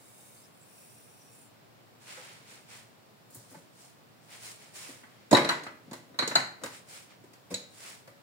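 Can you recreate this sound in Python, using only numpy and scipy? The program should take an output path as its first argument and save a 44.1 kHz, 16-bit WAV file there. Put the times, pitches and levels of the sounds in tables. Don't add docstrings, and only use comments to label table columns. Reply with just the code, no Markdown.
import sys
import numpy as np
from scipy import signal
from scipy.fft import rfft, irfft, next_fast_len
from scipy.io import wavfile

SR = 44100
rng = np.random.default_rng(int(sys.argv[2]) if len(sys.argv) > 2 else 0)


def store_pcm(level_fs):
    pcm = np.round(np.clip(level_fs, -1, 1) * 32767).astype(np.int16)
    wavfile.write(sys.argv[1], SR, np.atleast_2d(pcm).T)


N = 362502

# f/Hz, density/dB
SUGAR_SPECTRUM = [(1000, -52), (2500, -13), (3200, -22), (5000, -9), (7000, -9), (8000, -4), (9000, -11),
                  (9700, -1), (10400, -7.5), (12400, -10.5), (15200, -4.5), (17000, -20)]
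# t/s, level/dB
SUGAR_FLOW = [(0.0, -67), (0.224, -63), (0.422, -65.5), (0.506, -75), (0.814, -63.5), (1.288, -69.5),
              (1.35, -65), (1.46, -69), (1.562, -91), (1.58, -82)]
# f/Hz, width/Hz, level/dB
FULL_GLASS_PEAKS = [(2240, 250, -3), (3710, 160, -1.5), (6380, 200, 3), (7570, 300, 3.5), (8250, 200, -4),
                    (9400, 630, 3.5)]
EMPTIER_GLASS_PEAKS = [(2580, 250, -4.5), (7540, 140, -6), (8550, 510, -6.5), (9300, 140, 3),
                       (9700, 290, 1)]
# t/s, power share/1
EMPTIER_SHARE = [(.45, 0.02), (.68, 0.74)]

def sugar(gain_db=6.5, emptier_peaks_db=4.0):
    def colour(glass, peaks_db):
        return lambda hz: np.hypot(amp(read(SUGAR_SPECTRUM, hz)), amp(peaks_db) * peaks(glass, hz))
    full = hiss(colour(FULL_GLASS_PEAKS, 0), grain_db=3.0, grains_per_s=23000)
    emptier = hiss(colour(EMPTIER_GLASS_PEAKS, emptier_peaks_db), grain_db=-2.5, grains_per_s=10000)
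    t = np.arange(N) / SR
    share = np.interp(t, *np.transpose(EMPTIER_SHARE))
    stream = np.sqrt(1 - share) * full + np.sqrt(share) * emptier
    flow_db = np.interp(t, *np.transpose(SUGAR_FLOW), left=-140, right=-140)
    return amp(gain_db + flow_db) * stream * waver(depth_db=0.2, rate_hz=25)


# t/s, length/s, start f/Hz, end f/Hz, width/Hz, level/dB
GLASS_GLIDES = [(0.362, 0.088, 4400, 4900, 900, -69), (.435, 0.037, 5400, 5550, 1000, -65),
                (0.602, 0.043, 7600, 7900, 900, -63), (0.605, 0.84, 5680, 5650, 260, -70.5),
                (1.179, 0.113, 5900, 5820, 200, -69), (1.292, 0.22, 7300, 7350, 350, -70),
                (1.33, .16, 9600, 8850, 800, -66)]

def singing_glass(fade_share=0.14):
    out = np.zeros((2, N))
    for start_s, length_s, start_hz, end_hz, width_hz, db in GLASS_GLIDES:
        progress = np.arange(0, length_s, 1 / SR) / length_s
        cycles = np.cumsum(start_hz + (end_hz - start_hz) * progress) / SR
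        baseband = hiss(lambda hz: peaks([(0, width_hz, 0)], hz))[:, :len(progress)]
        swell = np.minimum(np.minimum(progress, 1 - progress) / fade_share, 1)
        add(out, start_s, amp(db) * swell * unit(baseband * np.cos(2 * np.pi * cycles)))
    return out


# t/s, thud/dB, clack/dB, click/dB, click edge/Hz, ring/dB, ping/dB, ring f/Hz
UTENSIL_CLACKS = [(5.311, -24, -33, -35.5, 13000, -38.5, -33, 3870),
                  (5.3251, -12.5, -29, -27.5, 9700, -27.5, -45, 3975),
                  (5.348, -51, -21.5, -37.5, 5600, -20.5, -37.5, 3990),
                  (5.369, -44, -22, -30.5, 3970, -35, -61, 4100),
                  (5.4469, -56, -33.5, -38.5, 5160, -35, -61, 3990),
                  (5.49, -37.5, -25, -31.5, 4440, -28, -41, 4076),
                  (5.512, -68, -30, -46, 4000, -47, -57, 3930),
                  (5.636, -58, -50, -50, 8900, -53, -59, 4360),
                  (5.666, -48, -39.5, -57, 5600, -54, -73, 4330),
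                  (5.912, -42, -52.5, -53.5, 7240, -62, -60, 4160),
                  (5.932, -46.5, -46, -45.5, 12100, -54, -54, 4160),
                  (6.143, -54.5, -56.5, -74, 8300, -65, -85, 3840),
                  (6.1889, -39.5, -28.5, -36, 6400, -24.5, -43.5, 4100),
                  (6.224, -37, -31, -56, 3970, -58, -49, 4000),
                  (6.276, -37, -45, -35.5, 8550, -41, -37, 4270),
                  (6.311, -41.5, -35, -58, 5100, -47, -74, 4000),
                  (6.354, -30.5, -22, -31.5, 6800, -18, -31, 4200),
                  (6.636, -39.5, -39, -39, 14600, -48, -48, 3890),
                  (6.66, -52, -43.5, -47, 11000, -52, -65.5, 4120),
                  (7.5416, -46.5, -54, -38, 6030, -33, -36, 4004)]
# t/s, thud/dB, clack/dB, click/dB, scrape/s
WOOD_KNOCKS = [(2.166, -59, -49.5, -53, 0.02), (3.346, -56.5, -63, -72, 0.014),
               (3.511, -55.5, -61, -69, 0.017), (3.546, -51, -55, -63, .0064), (4.887, -50, -60, -66, 0.01),
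               (5.033, -60.5, -51.5, -70.5, 0.0044), (5.868, -50.5, -76, -85, 0.046),
               (6.094, -58, -73, -83, 0.0076), (6.612, -46.5, -55, -60, 0.024),
               (7.239, -54, -68, -63, 0.007), (7.334, -62, -61.5, -57, 0.0053),
               (7.503, -40, -51, -44.5, 0.023), (7.513, -48, -72, -70, .0013),
               (8.076, -55, -55, -58, 0.0047)]

def drawer(steel_scrape_s=0.0031, heavy_scrape_s=0.029, low_cut_hz=65):
    out = np.zeros((2, N))
    for start_s, thud_db, clack_db, click_db, click_hz, ring_db, ping_db, ring_hz in UTENSIL_CLACKS:
        force = contact(steel_scrape_s + heavy_scrape_s * amp(thud_db), chatter_db=5.0)
        wood = wooden_blow(force, thud_db, clack_db, click_db, click_hz)
        steel = steel_blow(force, ring_db, ping_db, ring_hz)
        for sound in wood + steel:
            add(out, start_s, sound)
    for start_s, thud_db, clack_db, click_db, scrape_s in WOOD_KNOCKS:
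        force = contact(scrape_s, chatter_db=2.0)
        for sound in wooden_blow(force, thud_db, clack_db, click_db, click_hz=11930):
            add(out, start_s, sound)
    return highpass(out, low_cut_hz)


# f/Hz, density/dB
THUD_SPECTRUM = [(40, -40), (70, -36), (110, -6), (170, -4.5), (270, 2), (340, 0), (420, -3), (550, 2),
                 (680, -1), (800, -10.5), (960, 3.5), (1400, -13), (3000, -39)]
CLACK_SPECTRUM = [(300, -27.5), (650, -8), (1000, -1.5), (1300, -1), (1650, 0), (2080, -3.5), (2500, -11.5),
                  (3300, -15), (6000, -72.5)]
CLICK_SPECTRUM = [(800, -22.5), (2000, 3.5), (3000, -2), (5000, 4), (8000, 1.5), (9500, 1), (11500, -3),
                  (15000, -1.5), (17000, -7)]
# f/Hz, level/dB, t60/s
PANEL_MODES = [(151.1, -6.5, 0.65), (259, 7, 0.34), (349.7, -0.5, 0.53), (490, 8.5, 0.15), (567, 4.5, 0.46),
               (625, -7.5, 0.7), (730, -2, .4), (850, 5, 0.39), (926, 15.5, 0.11), (994, 12, .35)]
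TRAY_MODES = [(1134, -17, 0.33), (1266, -4.5, 0.24), (1370, -1.5, 0.18), (1510, 8.5, 0.222),
              (1550, -9, 0.36), (1967, 3.5, 0.35), (2056, -1, 0.31), (2160, 2.5, 0.245)]

def wooden_blow(force, thud_db, clack_db, click_db, click_hz, panel_db=-5.5, tray_db=-11.0):
    thud_edge_hz = 853 * 2 ** ((clack_db + 25) / 65.5)
    boxed = kitchen(near_db=11.0, near_t60_s=0.078, room_db=1.0)
    hollow = kitchen(near_db=8.0, near_t60_s=0.11, room_db=5.5)
    bright = kitchen(near_db=5.5, near_t60_s=0.039, room_db=6.5)
    return [amp(thud_db) * struck(pulse(THUD_SPECTRUM, thud_edge_hz, order=8), force, boxed),
            amp(thud_db + panel_db) * ringing(modes(PANEL_MODES, edge_hz=thud_edge_hz), rise_s=0.007),
            amp(clack_db) * struck(pulse(CLACK_SPECTRUM), force, hollow),
            amp(clack_db + tray_db) * ringing(modes(TRAY_MODES), rise_s=0.003),
            amp(click_db) * struck(pulse(CLICK_SPECTRUM, click_hz, order=3), force, bright)]


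# f/ring_hz, level/dB, t60/s
STEEL_RING_MODES = [(.96, -7, 0.032), (.985, -10, .06), (1, -8.5, 0.021), (1.022, -7, .035),
                    (1.055, -11, .015), (1.12, -15, 0.023)]
# f/Hz, level/dB, t60/s
STEEL_PING_MODES = [(6650, 0, 0.0317), (6420, -18, 0.08), (6840, 11, 0.038), (7900, 1.5, 0.051),
                    (11300, -14, 0.011), (15100, -9.5, 0.025)]

def steel_blow(force, ring_db, ping_db, ring_hz):
    close = kitchen(near_db=4.0, near_t60_s=0.013, room_db=-0.5)
    return [amp(ring_db) * struck(modes(STEEL_RING_MODES, pitch=ring_hz), force, close),
            amp(ping_db) * struck(modes(STEEL_PING_MODES), force, close)]


# t/s, f/Hz, t60/s, level/dB
CUPBOARD_NOTES = [(2.17, 514, 0.23, -52), (2.172, 835, .25, -58.5), (3.368, 120, 0.17, -52),
                  (3.543, 873, 0.072, -53), (3.565, 168, 0.13, -54), (5.326, 267.3, 0.21, -26),
                  (5.352, 195.5, 0.43, -31.5), (6.225, 153.2, 0.76, -48), (6.36, 132.5, 0.34, -43),
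                  (7.513, 492, 0.25, -39), (7.516, 191, 0.33, -43.5), (7.53, 105, 0.13, -50),
                  (8.08, 560, 0.5, -56)]

def cupboard():
    out = np.zeros((2, N))
    for start_s, hz, t60_s, db in CUPBOARD_NOTES:
        add(out, start_s, amp(db) * ringing(modes([(hz, 0, t60_s)]), rise_s=0.004))
    return out


# f/Hz, density/dB
RUB_SPECTRUM = [(150, -31.5), (350, -8.5), (600, -6.5), (1100, -6.5), (2200, -2.5), (3000, -6),
                (4500, -9.5), (7000, -15), (12000, -33)]
FIZZ_SPECTRUM = [(2000, -19), (4000, -3.5), (5500, 0), (7500, 1), (9600, 1), (11000, -9), (13000, -10),
                 (16000, -9)]
# peak t/s, rise/s, fall/s, rub/dB, fizz/dB
ARM_STROKES = [(2.03, 0.023, .03, -64, -62), (2.112, 0.047, .07, -50, -54),
               (2.265, 0.082, 0.087, -53.5, -59.5), (2.52, 0.056, 0.058, -56.5, -58),
               (2.74, 0.053, 0.051, -53.5, -55.5), (3.365, 0.049, 0.067, -87, -59),
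               (3.53, 0.056, .06, -70.5, -61), (3.835, 0.082, 0.043, -68, -59),
               (4.24, .02, .03, -78, -67.5), (4.345, 0.051, 0.034, -53, -55.5),
               (4.465, 0.058, 0.048, -51.5, -48.5), (4.63, 0.051, 0.056, -58.5, -61),
               (4.76, 0.017, 0.076, -53.5, -49), (4.86, 0.093, .07, -52.5, -53),
               (5.14, 0.088, 0.36, -67.5, -80.5), (6.745, 0.033, 0.034, -53.5, -54.5),
               (6.895, 0.014, 0.039, -64, -56.5), (6.955, 0.063, 0.05, -53.5, -53),
               (7.11, .015, .03, -59.5, -83), (7.81, 0.085, 0.03, -66.5, -57.5),
               (7.885, 0.096, 0.048, -51, -51)]

def sleeves(rub_trim_db=2.5, fizz_trim_db=3.0, balance_db=0.3):
    rub = hiss(lambda hz: amp(read(RUB_SPECTRUM, hz)), grain_db=-0.5, grains_per_s=9000)
    fizz = hiss(lambda hz: amp(read(FIZZ_SPECTRUM, hz)), grain_db=1.5, grains_per_s=22000)
    fizz *= waver(depth_db=1.0, rate_hz=90)
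    power = np.zeros((2, N))
    for peak_s, rise_s, fall_s, rub_db, fizz_db in ARM_STROKES:
        power += np.outer(amp([rub_db, fizz_db]), arm_speed(peak_s, rise_s, fall_s)) ** 2
    rub_gain, fizz_gain = np.sqrt(power)
    swish = amp(rub_trim_db) * rub_gain * rub + amp(fizz_trim_db) * fizz_gain * fizz
    return swish * amp([[-balance_db], [balance_db]])


def arm_speed(peak_s, rise_s, fall_s):
    t = np.arange(N) / SR - peak_s
    falloff = np.where(t < 0, (t / rise_s) ** 2, np.hypot(1, t / fall_s) - 1)
    return np.exp(-np.minimum(falloff, 30))


# t/s, level/dB
FOLDS = [(3.3, -59), (3.344, -49), (3.505, -58), (4.3, -63), (8.073, -68.5)]
# f/Hz, density/dB
SNAP_SPECTRUM = [(4000, -39), (7000, -2), (10500, -3), (14000, -3), (16000, -1.5)]

def crinkles(gain_db=5.0, rise_s=0.0037, decay_s=0.03):
    snaps = hiss(lambda hz: amp(read(SNAP_SPECTRUM, hz)), grain_db=-3.0, grains_per_s=4000)
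    t = np.arange(SR // 4) / SR
    flurry = np.minimum(t / rise_s, np.exp((rise_s - t) / decay_s))
    envelope = np.zeros((1, N))
    for start_s, db in FOLDS:
        add(envelope, start_s, amp(db) * flurry[None])
    return amp(gain_db) * snaps * envelope


# f/Hz, t60/s
ROOM_T60 = [(100, 0.5), (300, 0.75), (1000, 0.44), (2000, 0.47), (4000, 0.39), (8000, 0.33), (16000, 0.29)]
# f/Hz, correlation/1
ECHO_CORRELATION = [(50, 1), (300, 0.8), (520, 0.7), (750, 0.11), (1000, 0.13), (1400, -0.33), (2200, -.18),
                    (3800, 0.073), (6500, 0.17), (16000, -0.21)]

def kitchen(near_db, near_t60_s, room_db, rise_s=0.0013):
    t = np.arange(SR * 3 // 4) / SR
    near, tail = rng.standard_normal((2, 2, len(t)))
    near *= (rng.random(near.shape) < .12) * amp(-60 * t / near_t60_s)
    hz, frame_s, frames = signal.stft(tail, SR, nperseg=256)
    frames *= amp(-60 * frame_s / read(ROOM_T60, hz)[:, None])
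    tail = signal.istft(frames, SR, nperseg=256)[1][:, :len(t)]
    tail *= 1 - np.exp(-t / rise_s)
    echoes = (amp(near_db) * unit(near) + amp(room_db) * unit(tail)) / np.sqrt(len(t))
    size = next_fast_len(len(t) + 4096)
    spectra = stereo(rfft(echoes, size), ECHO_CORRELATION, np.fft.rfftfreq(size, 1 / SR))
    response = irfft(spectra, size)[:, :len(t)]
    response[0, 5] += 1
    response[1, 0] += 1
    return response


# f/Hz, density/dB
AIR_SPECTRUM = [(18, -84), (30, -51), (81, -15), (117, -6), (188, -7), (226, -8), (271, -9.5), (483, -12),
                (662, -11.5), (1060, -15.5), (1700, -19), (1890, -20.5), (4490, -24.5), (10400, -32.5),
                (15800, -29)]

def room_tone(air_db=-58, air_low_hz=77.4, hum_db=-70.5, hum_hz=114.8):
    hum = hiss(lambda hz: peaks([(hum_hz, 12, 0)], hz))
    air = hiss(lambda hz: amp(read(AIR_SPECTRUM, hz) + rolloff_db(air_low_hz, hz + 1, order=8)))
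    return amp(air_db) * air + amp(hum_db) * hum


# f/Hz, correlation/1
DIFFUSE_CORRELATION = [(50, 0.67), (300, 0.1), (520, 0.29), (800, -0.098), (1400, -0.14), (2200, 0.075),
                       (3500, -0.055), (16000, -0.0016)]

def hiss(gain, grain_db=0., grains_per_s=SR):
    size = next_fast_len(N)
    hz = np.fft.rfftfreq(size, 1 / SR)
    strengths = amp(grain_db * np.minimum(rng.exponential(1, (2, size)), 4))
    grains = rng.standard_normal((2, size)) * strengths
    grains *= rng.random((2, size)) < grains_per_s / SR
    spectra = stereo(rfft(grains), DIFFUSE_CORRELATION, hz) * gain(hz)
    return unit(irfft(spectra, size)[:, :N])


def contact(scrape_s, chatter_db):
    size = SR // 8
    progress = np.arange(size) / SR / scrape_s
    chatter = amp(chatter_db) * min(scrape_s / .007, 2) * progress * np.exp(-3 * progress)
    force = rng.standard_normal(size) * chatter
    force[0] += 1
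    spectrum = rfft(force, 2 * size)
    spectrum /= (abs(spectrum) + 1e-9) ** .8
    return irfft(spectrum)[:size]


def struck(body, force, space):
    driven = signal.fftconvolve(body, force)
    wet = signal.fftconvolve(driven[None], space, axes=1)
    return unit(wet) * np.sqrt(.02 * SR / wet.shape[1])


def ringing(ring, rise_s):
    ring = ring * (1 - np.exp(-np.arange(len(ring)) / SR / rise_s))
    return np.tile(unit(ring), (2, 1)) * np.sqrt(.02 * SR / len(ring))


def modes(table, pitch=1, edge_hz=SR):
    t = np.arange(SR // 2) / SR
    hz, db, t60_s = np.transpose(table)[:, :, None]
    signs = (-1) ** np.arange(len(table))[:, None]
    envelopes = amp(db + rolloff_db(hz, edge_hz, order=8) - 60 * t / t60_s)
    ring = (signs * envelopes * np.sin(2 * np.pi * hz * pitch * t)).sum(0)
    return ring / np.linalg.norm(ring)


def pulse(spectrum, edge_hz=SR, order=4):
    blow = minimum_phase(lambda hz: read(spectrum, hz) + rolloff_db(hz, edge_hz, order))
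    return blow / np.linalg.norm(blow)


def minimum_phase(gain_db, size=2048):
    hz = abs(np.fft.fftfreq(size, 1 / SR))
    log_gain = np.maximum(gain_db(hz), -100) * np.log(10) / 20
    return np.fft.ifft(np.exp(np.conj(signal.hilbert(log_gain)))).real


def waver(depth_db, rate_hz, hop=64):
    hz = np.fft.rfftfreq(N // hop, hop / SR)
    spectrum = rfft(rng.standard_normal(N // hop)) * np.exp(-(hz / rate_hz) ** 2)
    drift = unit(irfft(spectrum))
    return amp(depth_db * np.interp(np.arange(N) / hop, np.arange(len(drift)), drift))


def stereo(spectra, correlation_table, hz):
    correlation = read(correlation_table, hz)
    mid = spectra[0] * np.sqrt((1 + correlation) / 2)
    side = spectra[1] * np.sqrt((1 - correlation) / 2)
    return np.array([mid + side, mid - side])


def peaks(table, hz):
    return np.sqrt(sum((amp(db) / (1 + (2 * (hz - f) / width) ** 2)) ** 2 for f, width, db in table))


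def rolloff_db(hz, edge_hz, order):
    return -10 * np.log10(1 + (hz / edge_hz) ** order)


def highpass(x, cut_hz):
    return signal.sosfilt(signal.butter(2, cut_hz, "high", fs=SR, output="sos"), x)


def read(table, hz):
    table_hz, values = np.transpose(table)
    return np.interp(np.log(hz + 1), np.log(table_hz + 1), values)


def add(mix, start_s, sound):
    part = mix[:, round(start_s * SR):][:, :sound.shape[1]]
    part += sound[:, :part.shape[1]]


def amp(db):
    return 10 ** (np.asarray(db) / 20)


def unit(x):
    return x / np.sqrt(np.mean(x ** 2) + 1e-20)


def scene():
    return sugar() + singing_glass() + sleeves() + crinkles() + drawer() + cupboard() + room_tone()


# f/Hz, width/Hz, depth/1
PORT_NOTCHES = [(6196, 200, 0.8), (12300, 890, 0.36)]

def record(dry, ceiling=0.85, bass_cut_hz=48, band_limit_hz=15850):
    def port_db(hz):
        return sum(20 * np.log10(1 - depth / (1 + (2 * (hz - f) / width) ** 2))
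                   for f, width, depth in PORT_NOTCHES)
    notched = signal.oaconvolve(dry, minimum_phase(port_db)[None], axes=1)[:, :N]
    limited = notched / (1 + (notched / ceiling) ** 4) ** .25
    lowpass = signal.firwin(511, band_limit_hz, window=("kaiser", 9), fs=SR)
    return signal.oaconvolve(highpass(limited, bass_cut_hz), lowpass[None], "same")


dry = scene()
out = record(dry)
store_pcm(out)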